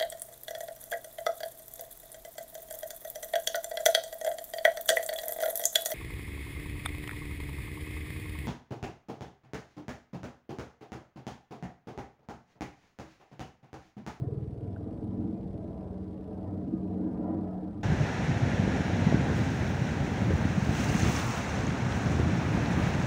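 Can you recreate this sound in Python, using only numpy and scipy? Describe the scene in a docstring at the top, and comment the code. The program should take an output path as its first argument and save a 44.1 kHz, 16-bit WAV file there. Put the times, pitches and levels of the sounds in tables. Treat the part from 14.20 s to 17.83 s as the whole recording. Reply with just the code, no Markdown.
"""A helicopter flies past far away, heard through an open window over roofs, amid rumble, hiss and faint ticks.
It opens with its strongest main rotor thump: blade-locked tones in a sliding resonance, fading by 1.7 s.
A finger taps a case at 0.56 s and, more faintly, at 0.84 s: each a noise crack and a rising ring.
From 1 s on, tail rotor hum (tones) and engine roar (pulsing noise bands) swell and dip as paths through the air
change; the thump partly returns near 2.5 s, the roar crests near 3.1 s, and hum and thump fade at the end."""
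import sys
import numpy as np
from scipy import signal
from scipy.fft import rfft, irfft, next_fast_len
from scipy.io import wavfile
from scipy.ndimage import uniform_filter1d, map_coordinates

SR = 44100
rng = np.random.default_rng(int(sys.argv[2]) if len(sys.argv) > 2 else 0)


def dump_mix(stems):
    """Bounce the given channels to the path in sys.argv[1] as a 16-bit WAV at rate SR."""
    frames = np.atleast_2d(stems).T  # one column per channel
    limited = np.clip(frames, -1, 1)  # hard clip at full scale
    pcm = np.round(limited * 32767).astype(np.int16)
    wavfile.write(sys.argv[1], SR, pcm)


N = 160083


def amp(db):
    """Level to amplitude: 20 dB is a factor of ten."""
    return 10 ** (np.asarray(db) / 20)


def unit(x):
    """Normalisation to an rms of 1."""
    return x / np.sqrt(np.mean(x ** 2) + 1e-20)


def curves(rows):
    """Linear interpolation over time: one curve for each column after the time."""
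    times, *columns = np.transpose(rows)
    return [np.interp(np.arange(N) / SR, times, column) for column in columns]


def wobble(knots_per_s):
    """Slow random modulation: a smooth spline through random knots."""
    return map_coordinates(rng.standard_normal(64), [np.arange(N) * knots_per_s / SR])


def coloured(x, points):
    """Linear filtering: x through (frequency [Hz], gain [dB]) points on a log frequency axis."""
    m = next_fast_len(N + 8192)
    hz, db = np.transpose(points)
    log_hz = np.log(np.fft.rfftfreq(m, 1 / SR) + 1)
    gain = amp(np.interp(log_hz, np.log(hz), db, -120, -120))
    return irfft(rfft(x, m) * gain, m)[:N]


def rush(points, patchy_db, count=5):
    """Band-shaped noise of rms 1: random gains, smoothed over count frames, make it patchy in time."""
    spectrum = signal.stft(rng.standard_normal(N + 2048), nperseg=2048)[2]
    field = uniform_filter1d(rng.standard_normal(spectrum.shape), size=count, axis=1)
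    patchy = signal.istft(spectrum * amp(patchy_db * unit(field)), nperseg=2048)[1][:N]
    return unit(coloured(patchy, points))


def stack(turns, orders, fade_db, drift_turns, fades_per_s):
    """Multipath interference: each multiple fades and slips on its own as echoes off the roofs shift."""
    total = np.zeros(N)
    for multiple, db in orders:
        gain = amp(db + fade_db * wobble(fades_per_s))
        slip = drift_turns * wobble(fades_per_s)
        total += gain * np.cos(2 * np.pi * (multiple * turns + slip))
    return unit(total)


# Spectrum of the low rumble: (frequency [Hz], gain [dB])
RUMBLE_COLOUR = [(13, -60), (22, -9), (70, -1), (200, -3.5), (260, -32.5), (440, -120)]
RUMBLE_DB = -45


def rumble():
    """Low-pass noise whose level follows, very slightly, that of the deepest rotor tones."""
    deep_db, = curves(DEEP_LEVEL)
    swell_db = 0.1 * (deep_db - deep_db.mean())
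    return amp(RUMBLE_DB + swell_db) * rush(RUMBLE_COLOUR, patchy_db=1.5)


# Spectrum of the hiss: (frequency [Hz], gain [dB])
HISS_COLOUR = [(710, -32.5), (1200, -2), (2290, -11.5), (2760, -13.5), (3380, -13.5), (4690, -16.5),
               (7380, -24.5), (8740, -19), (10500, -29.5), (15000, -29.5)]
HISS_DB = -75


def hiss():
    """Broadband noise of constant mean level, uneven in small patches of time and frequency."""
    return amp(HISS_DB) * rush(HISS_COLOUR, patchy_db=4.0)


# Ticks within each period, before colouring: (time [s], level of the noise at onset [dB])
TICK_PATTERN = [(0.01, -66), (0.03, -65), (0.043, -66.5), (.077, -66), (0.081, -71)]
# Spectral shape of every tick: (frequency [Hz], gain [dB])
TICK_COLOUR = [(1200, -5.5), (2300, 5.5), (5000, -1), (6800, -13.5), (9000, -7.5), (12000, -15.5),
               (15000, -25)]
TICK_PERIOD_S, TICK_T60_S = .10004, .025
TICK_JITTER_S, TICK_SCATTER_DB = .0006, .8  # standard deviations
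CLICK_DB = 18  # one-sample front over the nominal level of the noise


def ticks():
    """Periodic impulses, ten patterns a second: each a click with an exponentially decaying noise tail."""
    envelope, clicks = np.zeros(N + SR), np.zeros(N + SR)
    t = np.arange(SR // 20) / SR
    for period in range(int(N / SR / TICK_PERIOD_S) + 1):
        for offset_s, db in TICK_PATTERN:
            jitter, scatter = rng.standard_normal(2)
            start = round((period * TICK_PERIOD_S + offset_s + TICK_JITTER_S * jitter) * SR)
            decay_db = -60 * t / TICK_T60_S
            envelope[start:][:len(t)] += amp(db + TICK_SCATTER_DB * scatter + decay_db)
            clicks[start] = amp(db + CLICK_DB)
    noise = envelope[:N] * rng.standard_normal(N)
    return coloured(noise + clicks[:N], TICK_COLOUR)


# Finger taps: (time [s], nominal level [dB], ring frequency at onset [Hz], decay time t60 [s])
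TAPS = [(0.5618, -40, 1410, 0.023), (0.843, -57, 9950, .004)]
TAP_GLIDE = .2  # the frequency rises by twice this share within one t60
TAP_CRACK_DB, TAP_CRACK_T60_S = -11, .006  # crack level re ring, before smoothing


def taps():
    """Impact excitation of a case by a finger: a noisy crack, then a short damped ring of rising pitch."""
    out, t = np.zeros(N + SR), np.arange(SR // 10) / SR
    for time_s, db, hz, t60 in TAPS:
        rise = 1 - np.exp(-(t / (t60 / 15)) ** 2)
        cycles = hz * (t + TAP_GLIDE * t ** 2 / t60)
        ring = amp(-60 * t / t60) * rise * np.sin(2 * np.pi * cycles)
        noise = uniform_filter1d(rng.standard_normal(len(t)), size=8)
        crack = amp(TAP_CRACK_DB - 60 * t / TAP_CRACK_T60_S) * noise
        out[round(time_s * SR):][:len(t)] += amp(db) * (ring + crack)
    return out[:N]


# Common level of low roar and slap, before their shares: (time [s], level [dB])
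LOW_PATH = [(0.0, -42.5), (0.28, -46.5), (0.85, -38), (1.05, -34), (1.28, -43), (1.49, -40), (1.71, -45.5),
            (2.44, -38.5), (2.54, -32), (2.68, -37.5), (2.8, -33.5), (3.1, -33.5), (3.19, -30),
            (3.28, -41.5), (3.5, -38), (3.63, -40)]
# Level of the middle roar: (time [s], level [dB])
MIDDLE_PATH = [(0.0, -56), (0.08, -42.5), (0.23, -50.5), (0.4, -48), (1.9, -51), (3.04, -46), (3.63, -53)]
# Level of the upper roar: (time [s], level [dB])
UPPER_PATH = [(0.0, -56.5), (1.0, -52.5), (1.24, -54), (1.68, -50), (1.85, -57), (2.05, -52.5),
              (2.25, -47.5), (2.5, -56), (2.75, -48), (2.96, -49), (3.07, -40.5), (3.18, -46), (3.27, -43),
              (3.63, -57)]
# Spectra of the low, middle and upper roar: (frequency [Hz], gain [dB])
LOW_COLOUR = [(88, -50), (150, -12.5), (185, -7), (235, -4.5), (270, -6.5), (298, -1.5), (314, 3.5),
              (334, -7), (371, -30), (490, -59.5)]
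MIDDLE_COLOUR = [(210, -39), (365, -4), (421, 4), (460, 2.5), (500, -7), (650, -39)]
UPPER_COLOUR = [(290, -38.5), (495, -16.5), (523, 2), (615, -0.5), (679, 1), (793, -6), (898, -13),
                (1060, -22), (1380, -55)]
LOW_SHARE_DB = -3.5


def engine_roar(blade):
    """Amplitude modulation: three noise bands pulse at the blade rate, the upper one least."""
    low_db, middle_db, upper_db = (curves(rows)[0] for rows in (LOW_PATH, MIDDLE_PATH, UPPER_PATH))
    beat = np.cos(2 * np.pi * (blade + 0.3 * wobble(2.936)))
    low = amp(low_db + LOW_SHARE_DB + 2.1 * beat) * rush(LOW_COLOUR, patchy_db=1.2)
    middle = amp(middle_db + 2.1 * beat) * rush(MIDDLE_COLOUR, patchy_db=2.0)
    upper = amp(upper_db + 0.37 * beat) * rush(UPPER_COLOUR, patchy_db=4.0, count=9)
    return low + middle + upper


# Level of the top of the roar: (time [s], level [dB])
TOP_PATH = [(0.05, -69), (0.3, -76), (0.95, -68.5), (1.25, -73), (1.65, -68.5), (1.93, -72.5), (2.28, -66),
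            (2.5, -71.5), (3.1, -62), (3.6, -70)]
# Spectra of the top of the roar and of a narrow band within it: (frequency [Hz], gain [dB])
TOP_COLOUR = [(620, -36), (1060, -2), (1270, -2), (1760, -11.5), (2230, -20.5), (3250, -52.5)]
NARROW_COLOUR = [(900, -40), (955, -7), (986, 0), (1012, -7), (1070, -40)]
NARROW_DB, NARROW_GROWS = 1, 1.4  # mean level over the top band; factor on its swings in dB


def roar_top():
    """Band-pass noise: a wide band and a narrow one share a level curve, the narrow swinging further."""
    top_db, = curves(TOP_PATH)
    mean_db = top_db.mean()
    narrow_db = NARROW_DB + mean_db + NARROW_GROWS * (top_db - mean_db)
    wide = amp(top_db) * rush(TOP_COLOUR, patchy_db=5.0)
    return wide + amp(narrow_db) * rush(NARROW_COLOUR, patchy_db=1.5)


# Level of the lowest blade multiples: (time [s], level [dB])
DEEP_LEVEL = [(0.0, -47), (1.07, -53), (1.41, -49.5), (2.4, -50.5), (2.95, -55), (3.63, -52.5)]
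# Balance of those multiples: (multiple of the blade rate [-], relative level [dB])
DEEP_ORDERS = [(2, -8.5), (3, -4), (4, 1.5)]


def deep_tones(blade):
    """Harmonic series: the lowest multiples of the blade rate, slowly fading and slipping."""
    tones = stack(blade, DEEP_ORDERS, fade_db=3, drift_turns=0.03, fades_per_s=3)
    return amp(curves(DEEP_LEVEL)[0]) * tones


# Balance of the slap: (multiple of the blade rate [-], relative level [dB])
SLAP_ORDERS = [(9, -9.5), (10, -11.5), (11, -1), (12, 1.5), (13, -4), (14, -8), (15, -12.5), (16, 0.5),
               (17, 0.5), (18, -11.5)]
SLAP_SHARE_DB = -5
SLAP_LEAD = 0.3016  # blade passes by which the slap comes before the thump


def blade_slap(blade):
    """Harmonic synthesis of a pulse: high blade multiples in step make a slap ahead of each thump."""
    slap = stack(blade + SLAP_LEAD, SLAP_ORDERS, fade_db=2.5, drift_turns=0.11, fades_per_s=2.443)
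    return amp(curves(LOW_PATH)[0] + SLAP_SHARE_DB) * slap


# Level of the second multiple of the tail rotor: (time [s], level [dB])
TAIL_LEVEL = [(0.0, -53.5), (0.15, -47.5), (0.8, -51.5), (0.96, -39.5), (1.49, -46), (1.84, -40.5),
              (2.0, -47), (2.79, -35.5), (2.9, -41), (3.24, -37), (3.47, -39.5), (3.63, -68)]
# Swell of the beating pair of tones: (time [s], gain [dB])
PAIR_SWELL = [(0, -0.5), (1.0, 0.5), (1.7, -4), (2.3, 2), (3.2, 6), (3.63, -1.5)]
FIRST_DB, FIFTH_DB = -54, -51.5  # tail fundamental and fifth main-blade multiple, before the swell
TAIL_RATIO = 4.876  # tail cycles per main blade pass
TAIL_LAG = .25  # tail cycles
TAIL_SLIP_HZ = .11  # steady offset of the tail fundamental


def tail_hum(turns, blade):
    """Beating: the tail fundamental lies close to the fifth main-blade multiple; its octave sounds above."""
    tail = 2 * np.pi * (TAIL_RATIO * turns - TAIL_LAG)
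    first = np.cos(tail + 2 * np.pi * TAIL_SLIP_HZ * np.arange(N) / SR)
    fifth = np.cos(5 * 2 * np.pi * blade)
    pair = amp(curves(PAIR_SWELL)[0]) * (amp(FIRST_DB) * first + amp(FIFTH_DB) * fifth)
    octave = amp(curves(TAIL_LEVEL)[0]) * np.cos(2 * tail)
    return np.sqrt(2) * (pair + octave)  # levels are rms


# Blade passes heard, sinking as the aircraft goes by: (time [s], rate [1/s])
BLADE_RATE = [(0, 19.64), (1.8, 19.29), (2.3, 19.14), (3.63, 18.87)]
# Thump and its resonance: (time [s], level [dB], centre frequency [Hz])
THUMP = [(0.0, -34.5, 129), (0.2, -39, 127), (0.32, -40.5, 125), (0.55, -42.5, 103), (0.73, -45, 107.8),
         (0.92, -40.5, 118), (1.3, -45.5, 113), (1.73, -61, 115.7), (2.5, -49.5, 126), (3.63, -65, 124.6)]
THUMP_WIDTH_HZ = 23  # standard deviation of the bell


def thump(blade):
    """Resonance: blade multiples 5 to 12 pass one broad bell that slides as the path changes."""
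    db, centre_hz = curves(THUMP)
    rate, = curves(BLADE_RATE)
    pulses, power = np.zeros(N), np.zeros(N)
    for multiple in range(5, 13):
        gain = np.exp(-.5 * ((multiple * rate - centre_hz) / THUMP_WIDTH_HZ) ** 2)
        fade = amp(1.5 * wobble(4))
        pulses += gain * fade * np.cos(2 * np.pi * (multiple * blade + .03 * wobble(3)))
        power += gain ** 2 / 2
    return amp(db) * pulses / np.sqrt(power)


FIRST_BLADE = .5  # blade passes until the first thump


def helicopter():
    """Phase locking: thump, slap, tones and the pulsing of the roar all follow one falling blade rate."""
    turns = np.cumsum(curves(BLADE_RATE)[0]) / SR
    blade = turns - FIRST_BLADE
    roar = engine_roar(blade) + roar_top()
    tones = deep_tones(blade) + tail_hum(turns, blade)
    return roar + tones + blade_slap(blade) + thump(blade)


def scene():
    """Superposition of rumble, hiss, ticks, taps and the helicopter."""
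    return (rumble() + hiss() + ticks() + taps() + helicopter())[None]


MIC_LOW_HZ, TOP_HZ = 40.3, 15200


def record(dry):
    """Band limiting: the microphone rolls off the deep bass; nothing passes above the upper limit."""
    m = next_fast_len(N + 8192)
    hz = np.fft.rfftfreq(m, 1 / SR)
    response = (hz < TOP_HZ) / (1 + (MIC_LOW_HZ / (hz + 1)) ** 4)
    return irfft(rfft(dry, m) * response, m)[:, :N]


dry = scene()
out = record(dry)
dump_mix(out)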